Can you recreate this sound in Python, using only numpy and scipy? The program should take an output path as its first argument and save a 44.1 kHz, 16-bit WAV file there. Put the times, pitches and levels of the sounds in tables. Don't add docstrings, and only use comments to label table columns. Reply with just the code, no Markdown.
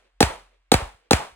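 import sys
import numpy as np
from scipy import signal
from scipy.fft import rfft, irfft
from scipy.io import wavfile

SR = 44100
rng = np.random.default_rng(int(sys.argv[2]) if len(sys.argv) > 2 else 0)


def file_out(sig):
    cols = np.atleast_2d(sig).T
    lim = np.clip(cols, -1, 1)
    pcm = np.round(lim * 32767).astype(np.int16)
    wavfile.write(sys.argv[1], SR, pcm)


N = 59535

RISE_S = 0.00014


def amp(db):
    return 10 ** (np.asarray(db) / 20)


def read(points, hz):
    f, value = np.transpose(points)
    return np.interp(np.log(hz + 1), np.log(f), value)


def since(start):
    return np.maximum(np.arange(N) / SR - start, 0)


def delayed(x, s):
    shift = round(s * SR)
    late, early = max(shift, 0), max(-shift, 0)
    return np.pad(x, ((0, 0), (late, early)))[:, early:][:, :N]


def burst(t, rise, fade):
    return (1 - np.exp(-t / rise)) * np.exp(-t / fade)


# frequency in Hz, lag in seconds.
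MICROPHONE_LAG = [(200, .00016), (900, 0.000089), (2500, 0.000065), (5300, 0.00011), (8500, 0.00012),
                  (12500, .00012)]


def noise(colour, likeness):
    hz = np.fft.rfftfreq(N, 1 / SR)
    left, other = np.exp(2j * np.pi * rng.random((2, len(hz))))
    same = np.clip(read(likeness, hz), 0, 1)
    mixed = same * left + np.sqrt(1 - same ** 2) * other
    right = mixed * np.exp(-2j * np.pi * hz * read(MICROPHONE_LAG, hz))
    x = irfft(np.array([left, right]) * amp(read(colour, hz)), N)
    return x / x.std()


def thud(t, peak, first_hz, last_hz, sag):
    turns = last_hz * t + (first_hz - last_hz) * sag * (1 - np.exp(-t / sag))
    swell = t / peak * np.exp(1 - t / peak)
    return swell * np.sin(2 * np.pi * turns)


# frequency in Hz, likeness from 0 to 1.
FAR_LIKENESS = [(100, 1), (500, 0.38), (1200, 0.49), (4000, 0.28), (9000, 1)]
# frequency in Hz, relative level in dB per Hz.
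AIR_COLOUR = [(20, 0.5), (45, 9), (90, -4), (250, -15), (600, -3), (1200, -4), (2400, -2.5), (4500, -12),
              (9000, -22.5), (16000, -43)]
# start in seconds, time to peak in seconds,
# first pitch in Hz, level in dB.
AIR_THUDS = [(0.265, 0.0062, 118, -29.5), (.312, 0.0072, 59.6, -44.5), (0.779, 0.0048, 69.6, -30),
             (0.82, 0.0081, 150, -28.5), (0.859, 0.009, 68.5, -40), (0.945, 0.0067, 119, -58),
             (1.321, 0.011, 122, -57.5)]
# time in seconds, level in dB.
HUM_LEVEL = [(0, -68), (.1, -74), (.17, -63), (.37, -55), (.5, -64), (.66, -70.5), (.95, -59),
             (1.01, -75.5), (1.35, -76)]
AIR_DB, HUM_HZ = -80, 43.5
PUFF_END_HZ, PUFF_SAG_S = 46.6, 0.0072


def air():
    t = np.arange(N) / SR
    puffs = 0
    for start, peak, first_hz, db in AIR_THUDS:
        puffs = puffs + amp(db) * thud(since(start), peak, first_hz, PUFF_END_HZ, PUFF_SAG_S)
    hum = amp(np.interp(t, *np.transpose(HUM_LEVEL))) * np.sin(2 * np.pi * HUM_HZ * t)
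    return amp(AIR_DB) * noise(AIR_COLOUR, FAR_LIKENESS) + puffs + hum


LUMPY_DB, LUMP_S = 1, 0.0025


def lumps():
    knots = np.arange(N) / SR / LUMP_S
    return amp(LUMPY_DB * np.interp(knots, np.arange(N), rng.standard_normal(N)))


# frequency in Hz, relative level in dB per Hz.
TAIL_COLOUR = [(40, 1.5), (120, 1), (280, -6), (500, 1.5), (900, 6), (1400, 3.5), (2300, 1), (4000, -6),
               (5500, -10.5), (9000, -12), (12000, -19.5), (16000, -28.5)]
# frequency in Hz, time to fall by 60 dB in seconds.
TAIL_DECAY = [(60, 0.2), (250, 0.38), (800, 0.35), (2000, 0.35), (4000, 0.38), (8000, 0.35), (15000, 0.38)]
TAIL_DB, TAIL_START_S = -20.5, 0.019


def near_scatter():
    hz, frame_s, z = signal.stft(noise(TAIL_COLOUR, FAR_LIKENESS), SR, nperseg=256)
    age = np.maximum(frame_s - TAIL_START_S, 0)
    fading = z * amp(-60 * age / read(TAIL_DECAY, hz)[:, None])
    near = signal.istft(fading, SR, nperseg=256)[1][:, :N]
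    return amp(TAIL_DB) * near * (1 - np.exp(-since(TAIL_START_S) / RISE_S))


# frequency in Hz, relative level in dB per Hz.
BANK_COLOUR = [(60, -13), (250, -11), (500, 1.5), (880, 5.5), (1250, -2.5), (2500, -21), (6000, -29),
               (16000, -52)]
# frequency in Hz, relative level in dB per Hz.
WASH_COLOUR = [(60, -4), (250, -5), (550, -3.5), (1200, 0.5), (2400, -5), (4000, -9), (5500, -19.5),
               (9000, -23), (16000, -44.5)]
# frequency in Hz, relative level in dB per Hz.
ECHO_COLOUR = [(100, -32), (300, -9), (520, 2.5), (800, -19), (2500, -10), (6000, -25), (16000, -56)]
BANK_DB, BANK_S, BANK_SWELL_S, BANK_FADE_S = -31, 0.098, 0.039, 0.037
WASH_DB, WASH_FADE_S = -62, .29
ECHO_DB, ECHO_S, ECHO_HALF_S = -66.5, 0.335, 0.04


def tail():
    t = since(0)
    swell = np.exp(-np.maximum(BANK_S - t, 0) / BANK_SWELL_S - since(BANK_S) / BANK_FADE_S)
    bank = amp(BANK_DB) * noise(BANK_COLOUR, FAR_LIKENESS) * swell
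    wash_shape = (1 - np.exp(-t / BANK_SWELL_S)) * np.exp(-(t / WASH_FADE_S) ** 2)
    wash = amp(WASH_DB) * noise(WASH_COLOUR, FAR_LIKENESS) * wash_shape
    echo_shape = np.exp(-((t - ECHO_S) / ECHO_HALF_S) ** 2)
    echo = amp(ECHO_DB) * noise(ECHO_COLOUR, FAR_LIKENESS) * echo_shape
    return (near_scatter() + bank + wash + echo) * lumps()


GROUND_S, GROUND_DB = .0023, -6.5


def grounded(x):
    hz = np.fft.rfftfreq(N, 1 / SR)
    bounce = amp(GROUND_DB) * np.exp(-2j * np.pi * hz * GROUND_S)
    return irfft(rfft(x) * (1 + bounce), N)


BODY_LAG_S = 0.00026


def body(resonances):
    t = np.array([since(0), since(BODY_LAG_S)])
    x = 0
    for hz, db, delay, half in resonances:
        age = t - delay
        x = x + amp(db) * np.cos(2 * np.pi * hz * age) * np.exp(-(age / half) ** 2)
    return x * (1 - np.exp(-t / RISE_S))


# frequency in Hz, likeness from 0 to 1.
NEAR_LIKENESS = [(100, .9), (500, .8), (1200, .65), (4000, .85), (9000, .95)]
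# frequency in Hz, relative level in dB per Hz.
SLAP_COLOUR = [(100, -21), (500, -8), (900, -4), (1080, -1), (1600, 1), (1950, 5.5), (2350, 3), (2750, -6),
               (3100, 0), (3500, -8), (3950, 4.5), (5500, -8), (9500, -8.5), (13000, -18.5), (16000, -22.5)]
# frequency in Hz, level in dB, delay in seconds, half length in seconds.
SLAP_RESONANCES = [(235, -10.5, .0038, .0022), (500, -10.5, .0032, .002), (810, -9, .0022, .0019),
                   (1720, -18, 0.0022, 0.0048), (2360, -18.5, .0012, 0.0048)]
SLAP_DB, SLAP_RISE_S, SLAP_S = -1, .0005, .0012
BOOM_DB, BOOM_PEAK_S, BOOM_SAG_S = -13.5, 0.0082, .0085
BOOM_START_HZ, BOOM_END_HZ = 180, 57.5
BOOM_LAG_S = 0.00044


def slap():
    crack = amp(SLAP_DB) * noise(SLAP_COLOUR, NEAR_LIKENESS) * burst(since(0), SLAP_RISE_S, SLAP_S)
    boom_t = np.array([since(BOOM_LAG_S), since(0)])
    boom = thud(boom_t, BOOM_PEAK_S, BOOM_START_HZ, BOOM_END_HZ, BOOM_SAG_S)
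    return grounded(crack) + amp(BOOM_DB) * boom + body(SLAP_RESONANCES)


# frequency in Hz, relative level in dB per Hz.
CRACK_COLOUR = [(100, -20.5), (500, -9.5), (850, -5), (1080, -7), (1250, 2.5), (1600, 2.5), (2300, -5.5),
                (2950, 2.5), (3500, -6), (4000, 5.5), (5200, -5), (7000, -6), (9500, -5), (13000, -13.5),
                (16000, -19.5)]
# frequency in Hz, relative level in dB per Hz.
GRAVEL_COLOUR = [(100, -5.5), (270, 2.5), (380, -0.5), (520, 4), (800, 10), (1050, -4), (1300, 1.5),
                 (2300, -6.5), (4000, -3), (5500, -6), (9500, -10.5), (13000, -14), (16000, -20)]
# frequency in Hz, level in dB, delay in seconds, half length in seconds.
BLAST_RESONANCES = [(265, -7, .0072, 0.0025), (483, -11, .0051, 0.0042), (823, -10.5, 0.0033, 0.0027),
                    (1220, -20.5, .003, 0.0034)]
CRACK_DB, CRACK_RISE_S, CRACK_S = -1.5, .0007, 0.0011
GRAVEL_DB, GRAVEL_S = -19, 0.045


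def blast():
    t = since(0)
    crack = amp(CRACK_DB) * noise(CRACK_COLOUR, NEAR_LIKENESS) * burst(t, CRACK_RISE_S, CRACK_S)
    gravel_shape = burst(t, RISE_S, GRAVEL_S) * np.exp(-(t / GRAVEL_S) ** 2)
    gravel = amp(GRAVEL_DB) * noise(GRAVEL_COLOUR, NEAR_LIKENESS) * gravel_shape
    return grounded(crack) + gravel + body(BLAST_RESONANCES)


# start in seconds, level in dB, delay of the slap in seconds,
# slap level in dB, tail level in dB.
SHOT_LIST = [(0.2054, 0, 0.022, -3.5, -4.5), (0.7175, .5, 0.023, -3, -5), (1.109, -.5, .0224, -2.5, -4)]
ALIKE = 0.21
EARLIER_S, EARLIER_DB = -.285, -2.5
BALANCE_DB = -0.08


def scene():
    usual = tail()
    out = air() + amp(EARLIER_DB) * delayed(usual, EARLIER_S)
    for start, db, slap_delay, slap_db, tail_db in SHOT_LIST:
        ring = np.sqrt(ALIKE) * usual + np.sqrt(1 - ALIKE) * tail()
        late_slap = amp(slap_db) * delayed(slap(), slap_delay)
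        shot = amp(db) * blast() + late_slap + amp(tail_db) * ring
        out = out + delayed(shot, start)
    return out * amp([[BALANCE_DB], [-BALANCE_DB]])


DRIVE_DB, CEILING, EDGE_HZ = 3, .9, 16000


def record(dry):
    x = dry * amp(DRIVE_DB) / CEILING
    clipped = CEILING * x / (1 + x ** 4) ** .25
    lowpass = signal.firwin(255, EDGE_HZ, window=("kaiser", 9), fs=SR)
    return signal.oaconvolve(clipped, lowpass[None], "same")


dry = scene()
out = record(dry)
file_out(out)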